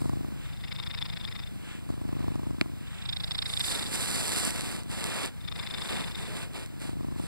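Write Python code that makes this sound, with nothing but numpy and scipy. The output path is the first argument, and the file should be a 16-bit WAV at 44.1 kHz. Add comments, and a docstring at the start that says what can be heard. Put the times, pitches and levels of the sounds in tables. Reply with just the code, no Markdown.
"""A cat purrs right at a handheld camera in a quiet room, its larynx beating about 26 times a second:
low chest thumps on the way out, whistling puffs through the nose on the way in. It sniffs and nuzzles
the camera, fur brushes the case in strokes, and one sharp tap hits the plastic.
The two microphone ports have opposite polarity, so the sound is very wide."""
import sys
import numpy as np
from scipy import signal
from scipy.fft import rfft, irfft, next_fast_len
from scipy.io import wavfile
from scipy.ndimage import map_coordinates

SR = 44100
rng = np.random.default_rng(int(sys.argv[2]) if len(sys.argv) > 2 else 0)


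def unload_audio(sound):
    """Save the sound as a 16-bit wav file, at the path given as the first command line argument."""
    columns = np.transpose(np.atleast_2d(sound))
    # keep every value between -1 and 1, then stretch to whole-number steps
    steps = np.round(np.clip(columns, -1, 1) * 32767)
    wavfile.write(sys.argv[1], SR, steps.astype(np.int16))


N = 320587
TIME = np.arange(N) / SR

# tone of the chest's thump: (frequency [Hz], level [dB])
CHEST_TONE = [(14, -40), (26, -11), (53, -7.5), (80, 0.5), (106, 2.5), (132, 3.5), (165, -0.5), (225, -2),
              (320, -7.5), (385, -13), (500, -19), (700, -25), (1100, -34), (1500, -50), (3000, -70)]
# tone of hissing air: (frequency [Hz], level [dB])
AIR_TONE = [(300, -30), (700, 14.5), (2000, 4.5), (5000, -7.5), (6000, -10), (8000, 8.5), (12000, -4),
            (16000, -16)]
# tone of a flick or crack on the case: (frequency [Hz], level [dB])
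SNAP_TONE = [(300, -11), (1500, -1), (4500, 1), (6300, -5), (8500, 4), (12000, -8), (13500, -17),
             (15500, -22)]
# path from the cat to the ports: (frequency [Hz], left lag [ms], left over right [dB])
CAT_PATH = [(60, -0.038, 2.5), (119, 0.041, 1.96), (232, -0.065, 1), (403, -0.072, 0), (640, -0.089, -2.5),
            (1030, -0.26, -3.5), (2160, -0.3, 12), (2940, -0.29, 1.5), (5050, -0.301, 0.5),
            (8200, -0.35, 13)]
# path from the case to the ports: (frequency [Hz], left lag [ms], left over right [dB])
CASE_PATH = [(150, .08, 1.4), (500, .32, -1), (3000, .32, 0), (6300, .318, -1), (9000, .32, -8),
             (11000, .3, -5), (13000, .288, 0)]


def exhale():
    """Each beat out is a double push on the chest, a puff in the throat and a double slap of the folds."""
    # breaths out: (first beat [s], last beat [s], full voice from [s], crest [s], full voice until [s],
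    # soft drive [dB], crest drive [dB], droop to either side [dB])
    breaths = [(0.0209, 0.478, 0.012, 0.032, 0.32, -46, -26, 7),
               (1.525, 2.813, 1.95, 2.29, 2.66, -40.5, -27.5, 6.5),
               (3.915, 5.317, 4, 5.3, 5.06, -53, -36.5, 4),
               (6.321, 7.24, 6.88, 7.08, 7.5, -40.5, -32.5, -4)]
    # tone of the throat: (frequency [Hz], level [dB])
    throat_tone = [(200, -0.5), (450, -3), (620, 0.5), (800, -6.5), (1100, -4.5), (1450, -22.5),
                   (3000, -24.5), (8000, -28), (14000, -38)]
    times, sizes = np.hstack([beats(breath, rate_hz=26.3, open_s=.079, close_s=.097) for breath in breaths])
    chance = rng.standard_normal((7, len(times)))
    pushes = impulses(times - .0014, sizes)
    pushes += impulses(times - .0045 + .0002 * chance[0], .55 * sizes)
    # a weak push and a recoil fall between beats
    pushes += impulses(times + .0205 + .001 * chance[1], .26 * sizes * amp(3 * chance[2]))
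    pushes -= impulses(times - .0145 + .0012 * chance[3], .24 * sizes * amp(3 * chance[4]))
    thumps = amp(9) * strike(pushes, CHEST_TONE)
    blows = sizes * (sizes / sizes.max()) ** .41  # weak beats let little air through
    flow = gate(times, blows, rise_s=.0033, fall_s=.00072)
    # air also escapes as the folds part, and on the first push
    flow += gate(times - .012, .95 * blows * amp(3.6 * chance[4]), rise_s=.0019, fall_s=.0019)
    flow += gate(times - .005, .53 * blows * amp(3.6 * chance[2]), rise_s=.0013, fall_s=.00063)
    puffs = amp(-15) * flow * noise(throat_tone)
    slaps = impulses(times - .0012, blows * amp(2.5 * chance[5]))
    slaps += impulses(times - .0047 + .0007 * chance[0], .55 * blows * amp(4 * chance[6]))
    ticks = amp(-4.5) * strike(slaps, throat_tone)
    return ports(thumps + puffs + ticks, CAT_PATH)


def inhale():
    """Puffs drawn through the nose ring its passages; the folds snap shut on each with a soft thump."""
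    # breaths in: (the eight columns of a breath out, opening time [s], puff rise [s], whistle gain [dB],
    # whistle width [Hz], whistle left over right [dB], whistle left lag [ms], lower passage gain [dB],
    # upper passage gain [dB], hiss gain [dB], snap gain [dB], chest thump [dB])
    breaths = [(0.461, 1.474, 0.645, 1.04, 1.428, -53.5, -41, 2.9, 0.039, 0.014, -1, 140, 10, -0.11, -2, -0.9, -20.5, 26.4, -27.5),
               (2.876, 3.866, 3.1, 3.46, 4.06, -54, -33, 4.3, 0.11, 0.0077, 3, 181, -4.5, -0.301, -8.5, 0.93, -18, 18, -27.5),
               (5.412, 6.266, 5.48, 5.78, 6.26, -56.5, -38, 8.1, 0.046, 0.009, 2, 125, 16, -0.42, -1.5, 0.12, -17, 16, -30)]
    # nasal resonances below the whistle: (centre [Hz], width [Hz], gain [dB])
    lower_modes = [(1000, 750, -10), (2070, 440, -9), (2670, 470, -18)]
    # nasal resonances above the whistle: (centre [Hz], width [Hz], gain [dB])
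    upper_modes = [(4030, 360, -18), (4905, 200, -8)]
    whistle_hz, jet_gain = 3605, amp(18)
    muffle = lambda hz: 1 / np.sqrt(1 + (hz / 5150) ** 26)  # soft tissue swallows the treble
    whistles, body = np.zeros((2, N)), np.zeros(N)
    air = noise(AIR_TONE)
    rasp = unit(amp(2 * wobble(600)))  # the jet sputters within a puff
    for (*breath, open_s, rise_s, whistle_db, width_hz, pan_db, lag_ms,
         lower_db, upper_db, air_db, snap_db, thump_db) in breaths:
        times, sizes = beats(breath, rate_hz=26.9, open_s=open_s, close_s=.064)
        flow = gate(times, sizes, rise_s, fall_s=.0045, order=4)
        timing, force = rng.standard_normal((len(times), 2)).T
        shut_times = times + .0018 + .0007 * timing
        flow += .49 * gate(shut_times, sizes, rise_s=.0016, fall_s=.00023)  # closing folds speed the jet
        flow *= rasp
        nostril_jet, inner_jet = jet_gain * flow * rng.standard_normal((2, N))
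        firmness = (sizes / sizes.max()) ** .2
        snaps = jet_gain * impulses(shut_times, firmness * sizes * amp(snap_db + 3 * force))
        whistle = passages(nostril_jet + amp(-.5) * snaps, times, [(whistle_hz, width_hz, whistle_db)])
        whistles += ports(filtered(whistle, muffle), [(whistle_hz, lag_ms, pan_db)])
        upper = amp(upper_db) * passages(inner_jet + .26 * snaps, times, upper_modes)
        lower = amp(lower_db) * passages(inner_jet, times, lower_modes)
        body += filtered(lower + upper, muffle)
        body += amp(air_db) * flow * air
        slack, effort = rng.standard_normal((len(times), 2)).T
        pull_times = times + .003 + .0015 * slack  # the chest follows loosely
        pulls = gate(pull_times, sizes ** .12 * amp(2.6 * effort), rise_s=.0018, fall_s=.0025)
        thumps = strike(pulls, CHEST_TONE)
        body -= amp(thump_db) * thumps / np.abs(thumps).max()
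    return whistles + ports(body, CAT_PATH)


def beats(breath, rate_hz, open_s, close_s):
    """Times and sizes of one breath's uneven larynx beats: a soft purr that opens into full voice."""
    # beats that catch, popping out or ducking: (time [s], gain [dB])
    accents = [(.651, 3.5), (.725, 5), (.799, 2.5), (.948, 3.5), (1.023, 3.5), (1.436, 0.5), (1.905, 9),
               (2.13, 3), (3.28, -8), (3.426, 2), (3.462, 3.5), (3.572, -1), (3.609, 4), (5.485, 3),
               (5.599, 3)]
    roundness, catch_s, jitter_s, scatter_db = 1.38, .011, .00045, 1.3
    first, last, full_from, crest, full_until, soft_db, crest_db, droop_db = breath
    times = np.linspace(first, last, round((last - first) * rate_hz) + 1)
    reach = max(crest - full_from, full_until - crest)
    arch_db = crest_db - droop_db * np.abs((times - crest) / reach) ** roundness
    voiced = np.interp(times, [full_from - open_s, full_from, full_until, full_until + close_s],
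                       [0, 1, 1, 0])
    accent_db = sum(db * np.exp(-((times - s) / catch_s) ** 2) for s, db in accents)
    drive_db = soft_db + voiced * (arch_db - soft_db) + accent_db
    timing, effort = rng.standard_normal((len(times), 2)).T
    return times + jitter_s * timing, amp(drive_db + scatter_db * effort)


def passages(jet, times, modes, size=4096):
    """Each puff rings the soft nasal passages at a slightly different pitch and colour."""
    lead_s, pitch_drift, colour_db = .024, .008, 1.4
    hz, out = np.fft.rfftfreq(size, 1 / SR), np.zeros(N + size)
    starts = np.round((times - lead_s) * SR).astype(int)  # the air starts ahead of its beat
    for start, end in zip(starts, np.append(starts[1:], starts[-1] + size // 2)):
        chance = rng.standard_normal((len(modes), 2))
        shifted = [(centre * (1 + pitch_drift * bend), width, db + colour_db * tint)
                   for (centre, width, db), (bend, tint) in zip(modes, chance)]
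        out[start:start + size] += irfft(rfft(jet[start:end], size) * resonances(shifted, hz))
    return out[:N]


def sniffs():
    """Smooth swells of air in the cat's nose, without voice."""
    # soft sniffs: (middle [s], half length [s], level [dB])
    swells = [(0.454, 0.061, -52), (1.71, 0.062, -47.5), (2.98, 0.11, -49.5)]
    # tone of a sniff: (frequency [Hz], level [dB])
    sniff_tone = [(200, -27), (700, -5), (1500, 0), (2300, -1), (3200, 1), (4500, -13), (6200, -17),
                  (8000, -8), (10000, -19), (15000, -35)]
    flow = sum(amp(db) * np.exp(-.5 * ((TIME - s) / half_s) ** 2) for s, half_s, db in swells)
    return flow * diffuse(sniff_tone, CASE_PATH, apart_db=-7)


def fur():
    """Countless hairs slip on the case: a broad rub, a grainy fizz, small scratches and single flicks."""
    # tone of the rub: (frequency [Hz], level [dB])
    rub_tone = [(30, -20), (90, 5.5), (200, 13), (400, 5.5), (1000, 0), (2000, -1.5), (3400, -0.5),
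                (4800, -12.5), (6000, -23), (9000, -30)]
    # tone of the fizz: (frequency [Hz], level [dB])
    fizz_tone = [(1500, -13), (3000, -8.5), (4600, 1.5), (6100, -9.5), (7000, -3.5), (8100, 1), (9500, 2.5),
                 (11500, -14), (13000, -9), (15500, -47)]
    # hairs flicking the case: (time [s], relative level [dB])
    flicks = [(3.5957, -23), (3.5982, -28), (3.616, -25), (3.761, -31), (3.8944, -32), (4.0374, -25),
              (4.0595, -24), (4.3874, -22), (4.441, -24), (4.4516, -20.5), (4.5072, -22), (4.6092, -22),
              (4.6535, -30), (4.7646, -31), (4.8345, -36), (4.9154, -30.5), (5.0418, -20), (5.0623, -26.5),
              (5.0697, -27), (5.2539, -25.5), (5.2603, -24), (6.1579, -34), (6.3673, -34), (6.4342, -35),
              (6.5349, -40), (6.6614, -35), (6.8015, -40.5)]
    scratches_per_s, scratch_db, spread_db = 210, 8, 8
    rub_db, fizz_db = sliding()
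    grip_db = wobble(45) + .69 * wobble(11)
    rub_grain = unit(amp(1.3 * wobble(350)))
    rub = amp(rub_db + grip_db + 6.5) * rub_grain * diffuse(rub_tone, CASE_PATH, apart_db=-26)
    fizz_grain = unit(amp(1.76 * wobble(900)))
    fizz = amp(fizz_db + grip_db + 2.5) * fizz_grain * diffuse(fizz_tone, CASE_PATH, apart_db=-11)
    slips = rng.random(N) < scratches_per_s / SR
    scratches = slips * amp(fizz_db + scratch_db + spread_db * np.clip(rng.standard_normal(N), -2, 2))
    flick_times, flick_db = np.transpose(flicks)
    clicks = strike(impulses(flick_times, amp(flick_db + 8.5)) + scratches, SNAP_TONE)
    return rub + fizz + ports(clicks, [(4000, .306, -3.5)])


def sliding():
    """Rub and fizz envelopes in dB: each stroke takes hold, swells or eases evenly, and lets go."""
    # strokes of fur: (start [s], length [s], relative rub [dB], relative fizz [dB], swell [dB])
    strokes = [(0, 0.19, -67.5, -61, -14), (0.725, 0.42, -64, -75, -1), (2.104, 0.22, -58.5, -82, 1),
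               (3.12, 0.34, -60, -60.5, 9), (3.489, 0.23, -52.5, -45.5, 2.5), (3.663, 0.024, -48.5, -36, 0),
               (3.73, 0.16, -45.5, -43, -6.5), (3.933, 0.25, -42.5, -37, -0.5),
               (4.186, 0.14, -41.5, -36.5, 2), (4.373, 0.094, -40, -34, -1),
               (4.496, 0.26, -45.5, -44, -3.5), (4.77, 0.027, -54.5, -57, 7), (4.92, 0.066, -44, -44, 2.5),
               (5.027, 0.22, -41, -44, 0.5), (5.575, 0.18, -50, -54.5, -0.5), (5.792, 0.067, -48, -50, 4),
               (5.91, 0.1, -41.5, -47, -1), (6.06, 0.12, -51.5, -55, -8.5), (6.179, 0.24, -46, -50, 2.5),
               (6.565, 0.057, -47.5, -52, -3.5), (6.829, 0.061, -52, -53, -3),
               (7.195, 0.065, -54.5, -54, 0.5)]
    attack_s, release_s = .028, .038
    power = amp([[-63], [-66]]) ** 2 * np.ones(N)  # fur resting on the case between strokes
    for start, length, rub_db, fizz_db, swell_db in strokes:
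        t = TIME - start
        edges = np.exp(-(np.minimum(t, 0) / attack_s) ** 2 - (np.maximum(t - length, 0) / release_s) ** 2)
        speed = edges * amp(swell_db * (np.clip(t / length, 0, 1) - .5))
        power += (amp([[rub_db], [fizz_db]]) * speed) ** 2
    return 10 * np.log10(power)


def nuzzle():
    """The muzzle presses on the case: an uneven rumble, alike in both channels."""
    # presses: (start [s], end [s], level [dB], centre [Hz])
    presses = [(3.556, 4.553, -58, 178), (6.115, 6.692, -60, 424)]
    # tone of the rumble: (frequency [multiple of the centre], level [dB])
    rumble_tone = [(.23, -25), (.63, -5), (1, 1.5), (1.6, -2), (2.6, -36), (5.7, -46)]
    out = np.zeros(N)
    for start, end, db, centre_hz in presses:
        contact = np.interp(TIME, [start, start + .079, end - .1, end], [0, 1, 1, 0])
        tone = [(ratio * centre_hz, level) for ratio, level in rumble_tone]
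        out += contact * amp(db + 3.6 * wobble(14)) * noise(tone)
    return out


def tap():
    """A hard contact with a bright crack, and a rebound; the plastic case quickly damps its ring."""
    # modes of the case: (frequency [Hz], level [dB], decay by 60 dB [s])
    modes = [(126, -10, 0.044), (245, -0.5, 0.035), (352, -5.5, 0.025), (640, -14.5, 0.021),
             (1290, -10.5, 0.0087), (2350, 0.5, 0.0053), (4400, -1, 0.0027), (8250, -15.5, 0.0037)]
    # the tap and its faint rebound: (time [s], knock gain [dB], crack level [dB])
    hits = [(2.612, -10.5, -33), (2.6213, -38, -45)]
    t = np.arange(SR // 8) / SR
    ring = sum((-1) ** k * amp(level - 60 * t / t60) * np.sin(2 * np.pi * hz * t)
               for k, (hz, level, t60) in enumerate(modes))
    times, knock_db, crack_db = np.transpose(hits)
    knocks = signal.fftconvolve(impulses(times, amp(knock_db)), ring)[:N]
    cracks = gate(times, amp(crack_db), rise_s=.00005, fall_s=.0009) * noise(SNAP_TONE)
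    return ports(cracks - knocks, CASE_PATH)


def room():
    """A low, gently drifting rumble with faint hiss above it."""
    # room tone: (frequency [Hz], level [dB])
    room_tone = [(15, -11), (30, 1), (50, 1), (85, 4.5), (130, 3.5), (190, 1.5), (400, -16.5), (800, -26.5),
                 (1500, -27), (3000, -27), (6000, -36), (9000, -40.5), (14000, -36.5)]
    rumble = ports(noise(room_tone), CASE_PATH)
    hiss = np.array([noise(AIR_TONE), noise(AIR_TONE)])
    drift_db = .8 * wobble(4)
    return amp(-40.5 + drift_db) * rumble + amp(-61.5) * hiss


def ports(x, path):
    """Each port hears a source with its own delay and gain; the right port is inverted."""
    path = np.asarray(path, float)

    def response(hz):
        lag_s = along(path[:, [0, 1]], hz) / 1000
        left = amp(along(path[:, [0, 2]], hz) / 2) * np.exp(-1j * np.pi * hz * lag_s)
        pair = np.array([left, -1 / left])
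        return pair / np.sqrt(np.mean(np.abs(pair) ** 2, axis=0))
    return filtered(x, response)


def diffuse(tone, path, apart_db):
    """Stereo noise of rms 1: a shared part and a part of each port's own."""
    return unit(ports(noise(tone), path) + amp(apart_db) * np.array([noise(tone), noise(tone)]))


def strike(pushes, tone, size=8192):
    """Pushes ring a body with this tone; its minimum-phase response peaks at 1."""
    cepstrum = irfft(np.log(amp(along(tone, np.fft.rfftfreq(size, 1 / SR)))))
    cepstrum[1:size // 2] *= 2
    cepstrum[size // 2 + 1:] = 0
    response = irfft(np.exp(rfft(cepstrum)))
    return signal.fftconvolve(pushes, response / np.abs(response).max())[:N]


def gate(times, sizes, rise_s, fall_s, order=2):
    """An envelope that swells to each time and shuts; a higher order has steeper edges."""
    t = np.arange(-SR // 20, SR // 20 + 1) / SR
    pulse = np.exp(-np.abs(t / np.where(t < 0, rise_s, fall_s)) ** order)
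    return signal.fftconvolve(impulses(times, sizes), pulse, 'same')


def impulses(times, sizes):
    """Single pushes at the given times."""
    samples = np.clip(np.round(times * SR).astype(int), 0, N)
    return np.bincount(samples, sizes, N + 1)[:N]


def resonances(modes, hz):
    """Complex response of resonances: (centre [Hz], width [Hz], gain [dB])."""
    return sum(amp(db) * 1j * hz * width / (centre ** 2 - hz ** 2 + 1j * hz * width)
               for centre, width, db in modes)


def noise(tone):
    """Coloured noise of rms 1."""
    return unit(filtered(rng.standard_normal(N), lambda hz: amp(along(tone, hz))))


def filtered(x, response):
    """x through a complex frequency response."""
    size = next_fast_len(N + SR // 2)
    return irfft(rfft(x, size) * response(np.fft.rfftfreq(size, 1 / SR)), size)[..., :N]


def wobble(rate):
    """A smooth random curve, rate knots a second."""
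    return map_coordinates(rng.standard_normal(int(N * rate / SR) + 4), [TIME * rate])


def along(points, hz):
    """A curve through (frequency [Hz], value) points on a log axis."""
    knots_hz, values = np.transpose(points)
    return np.interp(np.log(hz + 1), np.log(knots_hz + 1), values)


def amp(db):
    return 10 ** (np.asarray(db) / 20)


def unit(x):
    return x / np.sqrt(np.mean(x ** 2) + 1e-20)


def scene():
    """The purr and sniffs, the touches on the case and the room behind them."""
    return exhale() + inhale() + sniffs() + fur() + nuzzle() + tap() + room()


def record(dry):
    """The camera keeps nothing above its band limit."""
    return filtered(dry, lambda hz: hz < 15700)


dry = scene()
out = record(dry)
unload_audio(out)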